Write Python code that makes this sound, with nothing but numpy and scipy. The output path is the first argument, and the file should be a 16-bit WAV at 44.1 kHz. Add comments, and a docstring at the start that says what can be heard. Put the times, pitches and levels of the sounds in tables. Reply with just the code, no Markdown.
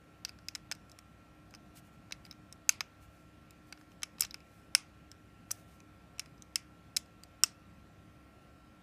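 """In a small furnished room, a steel screwdriver bit clicks, slips and taps on tiny screws in a hand-held
plastic case close to the microphone. Each tap is a noisy push that rings bit, screw, case and grip.
Fingers slide on case and handle, heard as short swells of grainy noise; the room answers briefly.
Behind the work table a fan hums: sine tones at multiples of its shaft rate, over shaped noise for its air."""
import sys
import numpy as np
from scipy import signal
from scipy.fft import rfft, irfft, next_fast_len
from scipy.io import wavfile
from scipy.ndimage import uniform_filter1d, map_coordinates

SR = 44100
rng = np.random.default_rng(int(sys.argv[2]) if len(sys.argv) > 2 else 0)


def dump(signal):
    """Clip the signal to [-1, 1] and save it as 16-bit WAV at the path in sys.argv[1]."""
    limited = np.clip(np.atleast_2d(signal).T, -1, 1)
    pcm = np.round(limited * 32767).astype(np.int16)
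    wavfile.write(sys.argv[1], SR, pcm)


N = 389067  # length of the scene in samples


def taps():
    """Each contact is a blow with a short chatter of metal on metal; it rings every part at its own strength."""
    # what rings, one list per part (bit, screw, shell, lid, shank, tip, grip):
    # [f/Hz, level within the part/dB, time to fall 60 dB/s]
    ringing_parts = [
        [(5350, -7, 0.0011), (5396, 5, 0.005), (5795, -3.5, 0.0052), (6260, -3.5, 0.0059),
         (6990, -20.5, 0.0031)],
        [(3640, -4.5, 0.0059), (3976, 1, 0.0066), (4472, -3.5, .005)],
        [(1100, -4.5, 0.0033), (1274, -5, 0.016), (1490, 9, 0.0079), (1715, 0.5, .009)],
        [(2270, -7, 0.0046), (2334, 3.5, 0.0087), (2570, 6, .009), (3000, 0, 0.0079)],
        [(7483, -0.5, 0.0027), (8050, 4, .003), (8630, 1.5, .003), (9170, -4.5, 0.0043), (9870, -3.5, 0.0028),
         (10355, -1.5, 0.0018)],
        [(10050, -3.5, 0.0031), (11970, -0.5, 0.0025), (12960, 6.5, 0.0016), (13300, -2, 0.009),
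         (13900, -6, 0.002)],
        [(313, 1, .009), (615, 3.5, 0.0078), (797, -1.5, 0.0099)],
    ]
    # size of the clean first touch over the chatter, one per part [ratio]: damped plastic feels mostly the touch
    first_touch = [5.9, 5, 11, 3, 4, 2.8, 15]
    # tiny parts send out no bass, and the top fades: [f/Hz, level/dB]
    radiation = [(120, -25), (300, 0), (600, 3.5), (14800, -1.5), (15400, -20), (16300, -36)]
    chatter_t60_s, blur_t60_s = 0.026, 0.002  # times to fall 60 dB: the rattle, the strokes the room hears
    room_db = -20
    wall_s, wall_db = 0.011, -37.5  # echo of the nearest wall: delay, level

    out = np.zeros(N + SR)
    t = np.arange(SR // 25) / SR
    span = np.sqrt(0.005 * SR)  # levels count a part's whole energy as if it lasted 5 ms
    for start_s, pitch_hz, parts_db in contacts():
        blow = np.exp(-(t / 0.0008) ** 2)  # the bit skids into the slot
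        chatter = 0.33 * amp(-60 * t / chatter_t60_s)
        force = (blow + chatter) * rng.standard_normal((len(ringing_parts), len(t)))
        force[:, 0] = first_touch  # the first touch is a clean step
        click = np.zeros(len(t))
        stroke = np.zeros(len(t))
        for number, (modes, part_db, push) in enumerate(zip(ringing_parts, parts_db, force)):
            hz, mode_db, t60 = np.transpose(modes)[:, :, None]
            if number == 0:
                # how far the bit is seated tunes its strongest mode
                hz = hz * pitch_hz / hz[np.argmax(mode_db)]
            # the grip shifts each mode a little, in level and in pitch
            scatter_db = 2 * rng.standard_normal((len(modes), 1))
            detune = 1 + 0.015 * rng.standard_normal((len(modes), 1))
            swell = (1 - np.exp(-t * hz / 2.1)) ** 2  # a mode needs a cycle or two to build up
            fade = amp(mode_db + scatter_db - 60 * t / t60)
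            ring = swell * fade * np.sin(2 * np.pi * hz * detune * t)
            blurred = (ring * amp(-60 * t / blur_t60_s)).sum(axis=0)
            part = signal.fftconvolve(push, ring.sum(axis=0))[:len(t)]
            click += amp(part_db) * span * part / np.linalg.norm(part)
            stroke += amp(part_db) * span * blurred / np.linalg.norm(blurred)
        # the room hears the parts' colour from all sides
        sound = amp(room_db) * signal.fftconvolve(stroke, room_tail())
        sound[:len(t)] += click
        sound[round(wall_s * SR):][:len(t)] += amp(wall_db) * click
        out[round(start_s * SR):][:len(sound)] += sound
    return filtered(out[:N], lambda hz: amp(along(radiation, hz)))


def contacts():
    """Every tap, and the faint second touch as a firm one settles: time, pitch of the bit, level of each part."""
    # the touches of bit on screw: [t/s, f of the bit/Hz, level of its ring/dB], then relative to that ring
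    # [screw level/dB, lid level/dB, weight on shell and grip/dB, sharpness of the steel/dB]
    touches = [(0.2497, 4740, -33.5, -32, -10, -18, -14), (0.251, 4860, -49.5, -3, -11, -13, -6),
               (0.2803, 5200, -63, -8, 1, -14, -14), (0.287, 5170, -58, -7, -15, -10, -13),
               (0.2924, 4880, -46.5, -18, -7, -13.5, -13), (0.388, 5200, -62, -8, -8, -1.5, -10),
               (0.485, 5200, -35.5, -12.5, -11, -23, -10.5), (0.5506, 5130, -37, -8, -10, -19, -5.5),
               (0.5551, 5300, -45, -6, -2.5, -8.5, -3), (0.7141, 5340, -36.5, -7.5, -4.5, -6.5, -9),
               (0.7217, 5270, -36.5, -13, -12, -14, -9), (0.7507, 5200, -63, -6, -4, -17, 1),
               (0.897, 5230, -61, -11, -21, -12, -4), (0.9163, 5250, -56, -8, -30, -24, -4),
               (0.9885, 5550, -53.5, -8.5, -7, -8, -1.5), (1.5085, 5200, -68.5, -11, -13, -6, 1),
               (1.539, 5170, -56, -19, -0.5, -4.5, -19), (1.549, 5130, -50.5, -18, -10, -14, -10),
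               (1.5566, 5200, -63, -10, -13, -10, -11), (2.1097, 5200, -58, -1, -2, 3, -15),
               (2.1225, 4940, -39.5, 0, -2.5, -18.5, -7), (2.2513, 4840, -52.5, -13, -8, -15, -13),
               (2.2644, 5200, -65, 2, 3, -11, -7), (2.311, 5300, -45, -6, -14, -22, -18),
               (2.3258, 5230, -59.5, -10, -5, -7, -16), (2.5257, 5500, -49, -11, -16, -28, -2.5),
               (2.6922, 5300, -19, -17.5, -9, -16.5, -2.5), (2.8069, 5250, -32.5, -5.5, -3.5, -7.5, -17),
               (3.5075, 5200, -63.5, -4, -1.5, -10, 4), (3.7251, 4840, -45.5, -8.5, -3, -6, -9),
               (3.775, 5200, -64.5, -7, -5, -1, -17), (3.812, 5240, -66.5, -5, -5, 4.5, -11),
               (3.9182, 5760, -69.5, -7, 3, -4, -19), (4.0207, 5200, -55, -4.5, -6, -3, -14),
               (4.0319, 5420, -33, -9, -5.5, -14.5, -5), (4.041, 5350, -59.5, -10, -5, -9.5, -12),
               (4.1836, 5200, -58.5, -2, -1.5, -2.5, -10), (4.1963, 5200, -55, -17, -6, -17, 0),
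               (4.2058, 5160, -42.5, -4.5, -14, -10, -4.5), (4.208, 5430, -28.5, -30, -17, -23, 4.5),
               (4.2211, 5300, -30.5, -15, -10.5, -20, -10), (4.2328, 5150, -40, -14, -15, -15, -14.5),
               (4.237, 5180, -47.5, -8.5, -2.5, -9, -6), (4.245, 5170, -54, -5.5, -3, -1, -9),
               (4.2494, 5780, -42, -4, -7, -14, -7), (4.2663, 5200, -60, -8, -14, -19, -12),
               (4.309, 5100, -47, -3.5, -18, -26, -19), (4.343, 5200, -41, -13, -6, -13.5, -9.5),
               (4.404, 5200, -66, -11, -0.5, -12, -8), (4.75, 5320, -17.5, -15, -9.5, -16, -5),
               (5.1155, 5400, -51, -11, -13, -14.5, -4), (5.508, 5100, -41, -17.5, -9, -8, -14),
               (5.513, 5980, -37, -19, -22, -25, 2.5), (5.5156, 6020, -34, -22, -40, -40, -1),
               (5.8028, 5920, -61.5, -6.5, -1, -17, -7), (6.1829, 5780, -62.5, -8, 4, -7, -2),
               (6.195, 5450, -35, -5.5, -5.5, -19.5, -4), (6.2592, 5100, -63.5, -4, -1, -12, -3),
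               (6.3796, 5200, -69, -9, -14, -10, -12), (6.4222, 6380, -50.5, -11, -21, -27, -5.5),
               (6.5575, 5280, -26, -17, -9.5, -22.5, -4.5), (6.965, 5300, -29.5, -5.5, -16.5, -21.5, -9.5),
               (6.969, 5330, -28, -7.5, -13.5, -23.5, -1), (7.06, 5200, -68.5, -10, -12, -7, -5.5),
               (7.2353, 5050, -53, -9, -11, -14.5, 0), (7.4356, 5540, -18, -19, -13.5, -17.5, -3)]
    rebound_s, rebound_spread_s, rebound_db = 0.019, 0.012, -35  # earliest delay, random extra delay, level
    start_s, pitch_hz, bit_db, screw_db, lid_db, weight_db, sharp_db = np.transpose(touches)
    shell_db = weight_db + 0.5
    # the tip answers sharpness more strongly than the shank, but even a dull touch rings it a little
    tip_db = np.maximum(2 * sharp_db - 7, -17)
    grip_db = 1.5 * weight_db - 6.5  # mostly heavy taps reach the grip
    relative_db = np.array([0 * start_s, screw_db, shell_db, lid_db, sharp_db, tip_db, grip_db])
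    parts_db = (bit_db + relative_db).T
    late_s = start_s + rebound_s + rebound_spread_s * rng.random(len(start_s))
    firm = bit_db > -45  # only firm taps rebound
    first = zip(start_s, pitch_hz, parts_db)
    second = zip(late_s[firm], pitch_hz[firm], parts_db[firm] + rebound_db)
    return [*first, *second]


def room_tail():
    """Fading noise of energy 1, like sound from all walls, that builds up while the first walls answer."""
    # how long the room rings: [f/Hz, time to fall 60 dB/s]
    decay_times = [(500, 0.14), (1500, 0.49), (3000, 0.22), (6000, 0.19), (14000, 0.1)]
    # the bit beams its ring forward, so the room gets less of it: [f/Hz, level/dB]
    room_colour = [(500, 1.5), (2300, 3), (5400, -5.5), (9000, 0.5), (14000, 0.5)]
    hz, t, z = signal.stft(rng.standard_normal(SR // 4), SR, nperseg=256)
    colour_db = along(room_colour, hz)[:, None]
    fade_db = -60 * t / along(decay_times, hz)[:, None]
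    tail = signal.istft(z * amp(colour_db + fade_db), SR, nperseg=256)[1]
    build_up = 1 - np.exp(-np.arange(len(tail)) / SR / 0.0087)
    tail = tail * build_up
    return tail / np.linalg.norm(tail)


def slides():
    """Skin ridges stick and slip on plastic: a fine grainy hiss that swells and fades with each move."""
    # finger moves: [t of the middle/s, length/s, level at the middle/dB]
    moves = [(0.904, .04, -77), (1.775, 0.042, -57.5), (1.863, .06, -74), (1.943, 0.043, -76),
             (2.258, 0.022, -65), (3.034, .05, -69), (3.17, 0.17, -76.5), (3.686, 0.053, -73),
             (3.803, .07, -75), (3.92, 0.05, -76), (4.221, 0.046, -56), (4.561, 0.2, -74),
             (5.54, 0.082, -66), (5.6, 0.064, -71), (5.72, 0.13, -72)]
    # colour of skin on plastic: [f/Hz, level per Hz/dB]
    skin_colour = [(900, -41.5), (2000, 0), (3500, -3.5), (5500, -3.5), (8400, -3), (10000, -3.5),
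                   (15200, -7), (15600, -52.5)]
    t = np.arange(N) / SR
    swells = sum(amp(db) * np.exp(-(2 * (t - middle_s) / length_s) ** 2) for middle_s, length_s, db in moves)
    grains = rng.standard_normal(N) * amp(2 * wobble(900))
    return swells * unit(filtered(grains, lambda hz: amp(along(skin_colour, hz))))


def fan():
    """Shaft tones over rushing air; the low, blade-driven tones flutter with the flow, high ones hardly move."""
    # hum tones: [multiple of the shaft rate, rms level before the flutter/dB]
    hum_tones = [(2, -68), (3, -68), (5, -73), (8, -77), (9, -68), (16, -80), (21, -81), (24, -83),
                 (32, -80), (40, -71), (46, -84), (48, -86), (52, -86), (54, -89), (56, -81), (63, -90),
                 (66, -90), (72, -86)]
    # colour of fan air and microphone hiss: [f/Hz, relative level per Hz/dB]
    air_colour = [(20, -37.5), (30, -19), (50, -2.5), (100, -3), (190, -2), (300, -9), (450, -14.5),
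                  (700, -12), (930, -22), (1300, -17.5), (1950, -23.5), (2600, -21), (3200, -26.5),
                  (5200, -32), (14500, -40.5)]
    shaft_hz, air_db, hiss_top_hz = 33.83, -60.5, 15020
    turns = np.cumsum(shaft_hz * (1 + 0.0006 * wobble(1.9))) / SR
    hum = 0
    for multiple, db in hum_tones:
        flutter = 1 / (1 + (multiple / 14) ** 2)  # weaker for higher tones
        level = amp(db + flutter * (2.8 * wobble(7.5) - 2.5) + 0.4 * wobble(2.0))
        cycles = multiple * turns + rng.random() + 0.05 * flutter * wobble(3.5)
        hum = hum + level * np.sqrt(2) * np.sin(2 * np.pi * cycles)
    # the air is noise whose level drifts in patches of time and pitch
    z = signal.stft(rng.standard_normal(N), nperseg=1024)[2]
    gusts = uniform_filter1d(rng.standard_normal(z.shape), size=8, axis=0)
    gusts = uniform_filter1d(gusts, size=10, axis=1)
    patchy = signal.istft(z * amp(1.5 * unit(gusts)), nperseg=1024)[1][:N]
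    # above its top the hiss drops by 35.05 dB
    air = filtered(patchy, lambda hz: amp(along(air_colour, hz) - 35.05 * (hz > hiss_top_hz)))
    return hum + amp(air_db) * unit(air)


def amp(db):
    """Turn decibels into a plain factor."""
    return 10 ** (np.asarray(db) / 20)


def unit(x):
    """Scale x to an rms of 1."""
    return x / np.sqrt(np.mean(x ** 2) + 1e-20)


def along(points, hz):
    """Read a curve of (Hz, value) points at hz, on a log frequency axis."""
    f, v = np.transpose(points)
    return np.interp(np.log(hz + 1), np.log(f + 1), v)


def wobble(rate):
    """A smooth random curve through rate random points a second."""
    steps = np.arange(0, N + 16, 16)  # worked out every 16 samples, straight lines between
    knots = rng.standard_normal(int(N * rate / SR) + 4)
    curve = map_coordinates(knots, [steps * rate / SR])
    return np.interp(np.arange(N), steps, curve)


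def filtered(x, response):
    """Make each frequency of x louder or softer by response(hz)."""
    m = next_fast_len(N + SR // 2)
    return irfft(rfft(x, m) * response(np.fft.rfftfreq(m, 1 / SR)), m)[..., :N]


def scene():
    """Taps, finger slides and fan together, in one channel."""
    return (taps() + slides() + fan())[None]


def record(dry):
    """The microphone stage rounds off the loudest peaks; nothing above the band limit is kept."""
    clip, top_hz = 0.8, 16600  # height that peaks are rounded towards, band limit
    rounded = dry / (1 + np.abs(dry / clip) ** 4) ** (1 / 4)
    return filtered(rounded, lambda hz: np.clip((top_hz - hz) / 300, 0, 1) ** 2)


dry = scene()
out = record(dry)
dump(out)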